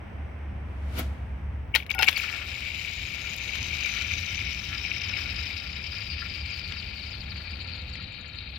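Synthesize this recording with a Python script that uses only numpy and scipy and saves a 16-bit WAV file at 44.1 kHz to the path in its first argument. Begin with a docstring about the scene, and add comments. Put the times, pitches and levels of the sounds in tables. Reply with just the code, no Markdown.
"""A plate of ice, flung with a swish onto a thinly frozen pond, strikes, bounces, rings and shatters.
Bending waves in the sheet are dispersive and outrun sound in air, so each blow starts with a falling
chirp. The shards skate away for seconds: their countless ticks merge into a whir and a zing that sinks
in pitch, and the slide dulls with distance. Beneath lie a low outdoor rumble and distant traffic."""
import sys
import numpy as np
from scipy import signal
from scipy.fft import rfft, irfft, next_fast_len
from scipy.io import wavfile
from scipy.ndimage import uniform_filter1d, map_coordinates

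SR = 44100
rng = np.random.default_rng(int(sys.argv[2]) if len(sys.argv) > 2 else 0)


def log_audio(samples):
    """Write samples as a 16-bit WAV file to the path given in sys.argv[1]."""
    # one column per channel
    frames = np.atleast_2d(samples).T
    # limit to full scale, then quantise
    limited = np.clip(frames, -1, 1)
    pcm = np.round(limited * 32767).astype(np.int16)
    wavfile.write(sys.argv[1], SR, pcm)


N = 378378
TIME = np.arange(N) / SR

# background levels (time [s], rumble [dB], drone [dB], traffic [dB])
BACKGROUND_LEVELS = [(0, -38, -44.5, -48.5), (.95, -36, -29.5, -48), (1.5, -36.5, -34.5, -49.5),
                     (2.1, -44.5, -54, -52), (3, -42, -63, -52), (3.5, -41.5, -43.5, -50),
                     (4.8, -39.5, -43.5, -52), (5.9, -41, -57, -53), (7.5, -40, -47.5, -54),
                     (8.58, -41.5, -51, -53.5)]
# spectrum of the outdoor rumble (frequency [Hz], level [dB])
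RUMBLE_SPECTRUM = [(13, -50), (22, -28), (51, -8), (71, 0.5), (84, -2), (139, -15), (193, -16), (400, -34),
                   (520, -40), (880, -120)]
# spectrum of distant traffic (frequency [Hz], level [dB])
TRAFFIC_SPECTRUM = [(100, -7), (250, 3.5), (400, 1), (800, 1), (1200, -4), (2200, -4.5), (3000, -13),
                    (4200, -29), (6000, -28.5), (7200, -46.5), (8200, -31), (10000, -44), (15800, -39)]
# spectrum of the rushing air (frequency [Hz], level [dB])
SWISH_SPECTRUM = [(71, -24), (120, -13), (226, -11), (555, -5), (640, -12), (754, -15), (1180, -16),
                  (1360, -4.5), (1710, -18), (2180, -7.5), (2570, -12), (3020, -11), (6980, -24.5),
                  (11600, -28), (15800, -42)]
# resonances of the swish (frequency [Hz], bandwidth [Hz], relative level [dB])
SWISH_RESONANCES = [(214, 55, -9), (628, 6.8, -7.5), (1250, 13, -21)]
# blows of the plate, then its shards, in relative levels (time [s], click [dB], splinter [dB], chirp [dB])
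BLOWS = [(1.7504, -10, -19, -4), (1.7535, -15, -34, -6.5), (1.7585, -10, -27, -15),
         (1.809, -51, -56, -17.5), (1.832, -37, -62, -21), (1.8646, -35.5, -46, -32),
         (1.903, -27.5, -39, -15), (1.9143, -20.5, -36, -4.5), (1.9481, -29, -31, -13),
         (1.99, -16.5, -31, -9.5), (2.012, -21, -33, -25), (2.024, -13.5, -27, -20),
         (2.0294, -10.5, -28, -12), (2.0435, -17, -28, -6.5), (2.0707, -29, -35, -13),
         (2.0805, -20, -40, -11), (2.0856, -10, -36, -0.5), (2.0903, -15.5, -33.5, 0),
         (2.093, -24, -29, -10), (2.1122, -43, -32, -26), (2.1286, -21.5, -38, -18.5),
         (2.165, -34.5, -46, -14.5), (2.176, -21.5, -29, -7), (2.206, -43, -37, -9),
         (2.298, -26.5, -50.5, -12), (2.347, -28, -52.5, -14.5), (2.857, -41, -54, -14),
         (3.364, -46, -35, -27), (3.554, -24, -43, -15), (3.858, -40, -46, -8.5), (4.058, -32, -59, -10.5),
         (4.391, -27, -57, -13), (4.863, -41, -58, -10), (4.928, -45.5, -58, -8.5),
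         (5.152, -42, -65, -11.5), (6.722, -26, -59, -33), (7.955, -30.5, -75, -30.5)]
# spectrum of the ice-borne chirp (frequency [Hz], level [dB])
CHIRP_SPECTRUM = [(1400, -78.5), (1950, -45), (2250, -3), (2550, -11), (2950, -16.5), (3300, -51),
                  (4500, -100)]
# spectrum of the airborne click (frequency [Hz], level [dB])
CLICK_SPECTRUM = [(100, -30.5), (400, -10), (1200, 0), (2000, 10.5), (3400, 10.5), (4400, 1.5), (6000, -5),
                  (8000, -18), (16000, -60)]
# spectrum of splintering ice (frequency [Hz], level [dB])
SPLINTER_SPECTRUM = [(2000, -30), (5500, -38), (8000, -11), (10000, 8), (12500, 15.5), (16000, 9)]
# single shards clinking as the plate breaks (time [s], frequency [Hz], level [dB])
BREAK_CLINKS = [(1.758, 4330, -15.5), (1.9267, 6300, -37), (1.927, 4900, -40), (1.994, 5100, -32),
                (2.067, 7250, -32), (2.128, 3450, -24.5), (2.162, 4500, -21.5), (2.18, 6850, -30.5),
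                (2.232, 4500, -26.5), (2.238, 1410, -26)]
# ringing of the plate between bounces (time [s], relative level [dB], T60 [s])
PLATE_RINGS = [(1.7595, -29, 0.051), (1.949, -39, .4), (1.9935, -24.5, 0.12), (2.0245, -26, 0.085)]
# normal modes of the plate (frequency [Hz], relative level [dB])
PLATE_MODES = [(765, -5), (858, -0.5), (1425, 6.5), (1520, -11.5), (2165, 5), (2655, 8), (3560, -13),
               (4910, -29), (5150, -6)]
# how hard the shards chatter on the ice (time [s], relative level [dB])
CHATTER_LEVELS = [(2.2, 0), (2.47, -4), (2.85, -2), (3.25, -2.5), (3.9, 4), (4.45, 1), (5.2, 3.5),
                  (5.7, 0.5), (6.8, .3), (7.2, -2), (7.9, -1), (8.58, -2)]
# spectrum radiated by the tapped sheet (frequency [Hz], level [dB])
WHIR_SPECTRUM = [(600, -19.5), (1200, -13.5), (1850, -3.5), (2060, 3), (2230, 15), (2500, 11), (3000, 5.5),
                 (3600, -7), (4500, -58), (6000, -88)]
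# spectrum of the dry ticks (frequency [Hz], level [dB])
GRIT_SPECTRUM = [(1200, -46.5), (2200, 11.5), (2900, -0.5), (3500, 4), (4400, 0), (5500, -18.5),
                 (7000, -43), (8500, -43), (11000, -57.5)]
# spectrum of the crumbs (frequency [Hz], level [dB])
FIZZ_SPECTRUM = [(2000, -8), (5000, 17.5), (7200, 6.5), (8200, -3), (10000, -5.5), (11500, -1.5),
                 (12200, 1.5), (13000, 0.5), (15800, -1)]
# brief rattles of a wobbling large shard (time [s], width [s], relative level [dB])
RATTLE_SWELLS = [(2.202, 0.39, -41), (3.22, 0.11, -47.5), (3.864, 0.014, -41), (4.006, 0.1, -43),
                 (4.732, .05, -41.5), (4.893, 0.02, -46), (5.2, 0.17, -45.5), (5.956, 0.05, -48),
                 (6.224, 0.056, -43), (6.73, .04, -47), (7.452, 0.24, -54.5), (8.004, 0.025, -48)]
# modes of the large shards (frequency [Hz], bandwidth [Hz], relative level [dB])
LARGE_SHARD_MODES = [(1196, 32, 16.5), (1386, 84, 21), (1670, 120, 13.5)]
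# filter on the rattle (frequency [Hz], gain [dB])
RATTLE_FILTER = [(900, -29), (1200, -5.5), (2000, 6), (5000, -37)]
# pitches near which the small shards tinkle (frequency [Hz], level [dB])
TINKLE_PITCHES = [(3500, -41.5), (4200, -43), (7050, -45.5), (9200, -57.5), (12250, -50.5), (14000, -58)]
# the two microphone ports (frequency [Hz], left minus right [dB], coherence [0-1], left lead [rad])
PORT_RESPONSE = [(300, -3, 0.83, 0.17), (1390, 12, 0.75, 1), (2390, 14.5, 0.52, 0.12),
                 (4000, 12.5, 0.64, 0.88), (6260, 12.5, 0.4, -1.76), (9200, -1, .5, -2.2),
                 (12600, 16.5, .25, -0.8)]

BREAK_S, BREAK_M, SKATE_M_PER_S = 2.05, 8.23, 3.62  # the shards skate away from the break
REACH_HZ = 8070  # highest pitch that the ice carries back from the break
BAND_LIMIT_HZ = 15850


def amp(db):
    """Amplitude ratio of a level in decibels."""
    return 10 ** (np.asarray(db) / 20)


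def unit(x):
    """Normalisation to rms 1."""
    return x / np.sqrt(np.mean(x ** 2) + 1e-20)


def crest(x, size=66):
    """Normalisation of the loudest moment to rms 1."""
    return x / np.sqrt(np.max(uniform_filter1d(x ** 2, size)) + 1e-20)


def along(points, hz):
    """Interpolation of a table's columns on a log-frequency axis."""
    knots_hz, *columns = np.transpose(points)
    return np.squeeze([np.interp(np.log(hz + 1), np.log(knots_hz + 1), c) for c in columns])


def curves(rows):
    """Linear interpolation of a table's columns over time."""
    knots_s, *columns = np.transpose(rows)
    return [np.interp(TIME, knots_s, c) for c in columns]


def swell(s, width_s):
    """Gaussian envelope centred on s seconds."""
    return np.exp(-2 * ((TIME - s) / width_s) ** 2)


def wobble(rate):
    """Smooth random modulation, rate knots a second."""
    return map_coordinates(rng.standard_normal(int(N * rate / SR) + 4), [TIME * rate])


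def filtered(x, response):
    """Linear filtering by a complex frequency response."""
    n = x.shape[-1]
    size = next_fast_len(n + 8192)
    return irfft(rfft(x, size) * response(np.fft.rfftfreq(size, 1 / SR)), size)[..., :n]


def coloured(x, spectrum):
    """Zero-phase filtering by a tabulated spectrum."""
    return filtered(x, lambda hz: amp(along(spectrum, hz)))


def resonate(x, modes):
    """Forced response of damped resonators in parallel."""
    return filtered(x, lambda hz: sum(
        amp(db) * 1j * hz * width / (centre ** 2 - hz ** 2 + 1j * hz * width)
        for centre, width, db in modes))


def add(track, s, sound):
    """Superposition of a sound on the track at s seconds."""
    part = track[max(round(s * SR), 0):][:len(sound)]
    part += sound[:len(part)]


def outdoors(gust_db=1.5, drone_hz=71):
    """Random modulation makes a low rumble, a drone and the hush of distant traffic waver."""
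    def stereo_noise(spectrum, side_db):
        mid, side = coloured(rng.standard_normal((2, N)), spectrum)
        return unit(np.array([mid + amp(side_db) * side, mid - amp(side_db) * side]))
    rumble_db, drone_db, traffic_db = curves(BACKGROUND_LEVELS)
    rumble = amp(rumble_db + gust_db * wobble(7)) * stereo_noise(RUMBLE_SPECTRUM, side_db=-18.5)
    drone = amp(drone_db + 2.8 * wobble(22))
    drone *= np.sin(2 * np.pi * np.cumsum(drone_hz + 2.674 * wobble(11)) / SR)
    traffic = amp(traffic_db + 0.88 * wobble(2.055)) * stereo_noise(TRAFFIC_SPECTRUM, side_db=-2)
    return rumble + drone + traffic


def swish(wind_up_s=.68, release_s=.993, pass_s=.014, flick_s=.0057, body_lag_s=.0095):
    """Spreading loss: sleeve and plate rush by, loudest when nearest, with a bright flick at release."""
    def passing(s):
        return amp(-31.5) * (TIME > wind_up_s) / (1 + ((TIME - s) / pass_s) ** 2) ** 0.69
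    rush = passing(release_s) * unit(coloured(rng.standard_normal((2, N)), SWISH_SPECTRUM))
    body = passing(release_s + body_lag_s) * unit(resonate(rng.standard_normal(N), SWISH_RESONANCES))
    hiss = unit(coloured(rng.standard_normal((2, N)), SPLINTER_SPECTRUM))
    flick = amp(-31) / (1 + ((TIME - release_s) / flick_s) ** 2) * hiss
    return (rush + flick) * amp([[1.5], [-3]]) + body  # louder on the left


def distance(s):
    """Uniform motion: metres from the microphone to the ice sounding at s seconds."""
    return BREAK_M + SKATE_M_PER_S * np.maximum(s - BREAK_S, 0)


def bending(hz, travel_s, centre_hz=2250):
    """Dispersion: speed grows as the root of frequency. Delays are relative to travel_s at centre_hz."""
    return np.exp(-2j * np.pi * travel_s * (2 * np.sqrt(centre_hz * hz) - hz))


def blows(size=4096, snap_t60=.016, tail_t60=.2, tail_db=-21, lead_s_per_m=.00055):
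    """Two-path propagation: a chirp arrives through the ice, then a click and crack through the air."""
    out, t, hz = np.zeros(N), np.arange(size) / SR, np.fft.rfftfreq(size, 1 / SR)
    decay = amp(-60 * t / snap_t60) + amp(tail_db - 60 * t / tail_t60)

    def burst(spectrum):
        noise = np.pad(decay * rng.standard_normal(size), (size, 0))
        return crest(coloured(noise, spectrum))
    for s, click_db, splinter_db, chirp_db in BLOWS:
        dispersed = amp(along(CHIRP_SPECTRUM, hz)) * bending(hz, rng.uniform(.025, .036))
        chirp = amp(chirp_db - 10) * crest(np.fft.fftshift(irfft(dispersed)))
        add(out, s - lead_s_per_m * distance(s) - size / SR / 2, chirp)
        crack = amp(click_db) * burst(CLICK_SPECTRUM) + amp(splinter_db) * burst(SPLINTER_SPECTRUM)
        add(out, s - size / SR, crack)
    return out


def clinks(rows, t60=0.046, detuning=.04, attack_s=.00075):
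    """Beating: a freed shard rings briefly in a close pair of modes."""
    out, t = np.zeros(N), np.arange(SR // 8) / SR
    for s, hz, db in rows:
        partner_hz = hz * (1 + detuning * rng.standard_normal())
        tones = np.sin(2 * np.pi * hz * t) + .5 * np.sin(2 * np.pi * partner_hz * t)
        add(out, s, amp(db - 60 * t / t60) * (1 - np.exp(-t / attack_s)) * tones)
    return out


def plate(sharpness=0.037, settle_s=0.012, dulling=0.25, attack_s=0.00088):
    """Free vibration: the plate's modes start a little sharp and settle as it lifts off the pond."""
    out, t = np.zeros(N), np.arange(SR // 3) / SR
    warped_t = t + sharpness * settle_s * (1 - np.exp(-t / settle_s))
    hardest_db = max(db for s, db, t60 in PLATE_RINGS)
    for s, db, t60 in PLATE_RINGS:
        tilt_db_per_octave = dulling * (db - hardest_db)  # gentle touches ring duller
        ring = np.zeros(len(t))
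        for hz, mode_db in PLATE_MODES:
            gain = amp(mode_db + tilt_db_per_octave * np.log2(hz / PLATE_MODES[0][0]) + rng.normal(0, 3.6))
            ring += gain * np.sin(2 * np.pi * (hz * warped_t + rng.random()))
        add(out, s, amp(db - 60 * t / t60) * (1 - np.exp(-t / attack_s)) * ring)
    return out


def ticks(rate, spread_db):
    """Shot noise: random tiny impacts of uneven strength, on average rate a second."""
    sizes = amp(spread_db * np.clip(rng.standard_normal(N), -2, 2)) * rng.choice([-1, 1], N)
    return unit(sizes * (rng.random(N) < rate / SR))


def glassy(x, t60, ring):
    """Modal overlap: the shards' many close modes prolong each tick like decaying noise."""
    t = np.arange(SR // 10) / SR
    modes = amp(-60 * t / t60) * rng.standard_normal(len(t))
    return unit(x + ring * signal.fftconvolve(x, modes / np.linalg.norm(modes))[:N])


def reach(metres):
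    """Absorption: the highest pitch that the ice carries back falls with the root of distance."""
    return REACH_HZ * np.sqrt(BREAK_M / metres)


def receding(taps, response, size=8192):
    """Time-varying filtering: response(hz, metres), at unit power gain, follows the departing shards."""
    out, hz, step = np.zeros(N), np.fft.rfftfreq(size, 1 / SR), size // 16
    for i in range(2 * SR, N, step):
        colour = response(hz, distance(i / SR))
        colour = colour / np.sqrt(np.mean(abs(colour) ** 2))
        block = np.pad(taps[i:i + step], (size // 2, 0))
        add(out, (i - size / 2) / SR, irfft(rfft(block, size) * colour))
    return out


def slide_gain(db, loss_db_per_m, build_m=None):
    """Attenuation of the chatter with distance skated, after an optional build-up over build_m."""
    skated_m = distance(TIME) - BREAK_M
    chatter_db, = curves(CHATTER_LEVELS)
    build_up = 1 - np.exp(-skated_m / build_m) if build_m else 1
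    return amp(db + chatter_db - loss_db_per_m * skated_m) * build_up


def whir(taps):
    """Coincidence: the sheet radiates best where its bending waves match the speed of sound in air."""
    def path(hz, metres):
        return amp(along(WHIR_SPECTRUM, hz)) * bending(hz, rng.uniform(.015, .05))
    early = np.roll(taps, -SR // 200)  # the ice-borne wave runs 5 ms ahead of the tick
    return slide_gain(-29.5, loss_db_per_m=0.64) * receding(early, path)


def zing(hops, near_width=0.015, far_width=0.096, widen_m=6, scatter=.025):
    """Dispersion makes each hop a falling chirp around the reach, broader and longer from farther away."""
    def path(hz, metres):
        top_hz = reach(metres) * np.exp(scatter * rng.standard_normal())  # some shards are nearer
        width = far_width + (near_width - far_width) * np.exp(-(metres - BREAK_M) / widen_m)
        offset = np.log((hz + 1) / top_hz) / width
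        peak = (1 + offset ** 2 / 2) ** -1.7
        low_pass = 1 / (1 + (hz / (1.22 * top_hz)) ** 18)
        travel_s = np.sqrt(metres / BREAK_M) * rng.uniform(.03, .1)
        return low_pass * peak * bending(hz, travel_s, top_hz)
    ringing = glassy(hops, t60=.025, ring=0.61)
    return slide_gain(-38, loss_db_per_m=0.06, build_m=8.9) * receding(ringing, path)


def grit(scrape):
    """High-frequency loss: the shards' own dry ticks grow dull above the reach."""
    def path(hz, metres):
        loss_db = 85 * np.maximum(np.log((hz + 1) / reach(metres)), 0)
        return amp(along(GRIT_SPECTRUM, hz) - loss_db)
    ringing = glassy(scrape, t60=0.018, ring=0.64)
    return slide_gain(-32.5, loss_db_per_m=0.34, build_m=0.59) * receding(ringing, path)


def fizz(scrape, spray_db=1.5, spray_t60=0.19, rest_s=7.27, rest_db_per_s=6):
    """Incoherent summation: crumbs merge into a fizz that sprays at the break and at last dies away."""
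    age = np.maximum(TIME - BREAK_S, 0)
    spray = 1 + amp(spray_db - 60 * age / spray_t60)
    flicker = amp(1.9 * wobble(40))
    moving = amp(-rest_db_per_s * np.maximum(TIME - rest_s, 0))
    crumbs = glassy(scrape + rng.standard_normal(N), t60=.06, ring=0.45)
    envelope = slide_gain(-41, loss_db_per_m=0.87) * spray * flicker * moving
    return envelope * unit(coloured(crumbs, FIZZ_SPECTRUM))


def rattle():
    """Impact excitation: taps drive the modes of the large shards, harder whenever one wobbles."""
    envelope = slide_gain(-51, loss_db_per_m=-0.03)
    envelope += sum(amp(db) * swell(s, width_s) for s, width_s, db in RATTLE_SWELLS)
    ringing = unit(resonate(ticks(rate=780, spread_db=8), LARGE_SHARD_MODES))
    return coloured(envelope * ringing, RATTLE_FILTER)


def slide(scatter_s=.15):
    """Contact excites both bodies: the sheet whirs and zings; the shards tick, fizz and rattle."""
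    taps = ticks(rate=600, spread_db=4.7)
    hops = ticks(rate=380, spread_db=5.5)
    sheet = whir(taps) + zing(hops)
    scrape = unit(taps + hops + ticks(rate=5000, spread_db=3))
    shards = grit(scrape) + fizz(scrape) + rattle()
    return (sheet + shards) * np.clip((TIME - BREAK_S) / scatter_s, 0, 1)


def tinkling(count=90, loss_db_per_m_per_octave=0.37, lossless_hz=3400):
    """Absorption fades the highest small shards fastest; returns their random clinks as rows."""
    rows = []
    for hz, db in TINKLE_PITCHES:
        s = rng.uniform(BREAK_S, N / SR, count)
        pitch, strength = rng.standard_normal((2, count))
        loss_db = loss_db_per_m_per_octave * np.log2(hz / lossless_hz) * (distance(s) - BREAK_M)
        rows += zip(s, hz + 160 * pitch, db - loss_db + 3 * strength)
    return rows


def whine(hz=520, db=-61, s=7.9, width_s=0.66):
    """Random frequency modulation makes a faint, passing tone unsteady."""
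    phase = 2 * np.pi * np.cumsum(hz + 5 * wobble(6.1)) / SR
    return amp(db) * swell(s, width_s) * np.sin(phase)


def ports(left, size=256):
    """Partial coherence: the right port hears the pond mostly weaker, phase-shifted and part scattered."""
    frames = signal.stft(left, nperseg=size)[2]
    scrambled = frames * np.exp(2j * np.pi * rng.random(frames.shape))
    scattered = left.std() * unit(signal.istft(scrambled, nperseg=size)[1][:N])

    def shares(hz):
        drop_db, coherence, lead = along(PORT_RESPONSE, hz)
        coherence = np.clip(coherence, 0, 1)
        return amp(-drop_db) * np.array([coherence * np.exp(-1j * lead), np.sqrt(1 - coherence ** 2)])
    right = filtered(np.array([left, scattered]), shares).sum(axis=0)
    return np.array([left, right])


def scene():
    """Superposition of the throw, the blows and the sliding shards in the open air."""
    pond = blows() + plate() + clinks(BREAK_CLINKS + tinkling()) + slide()
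    return ports(pond) + swish() + outdoors() + whine()


def record(dry):
    """Hard clipping at full scale, then an ideal low-pass at the band limit."""
    return filtered(np.clip(dry, -1, 1), lambda hz: hz < BAND_LIMIT_HZ)


dry = scene()
out = record(dry)
log_audio(out)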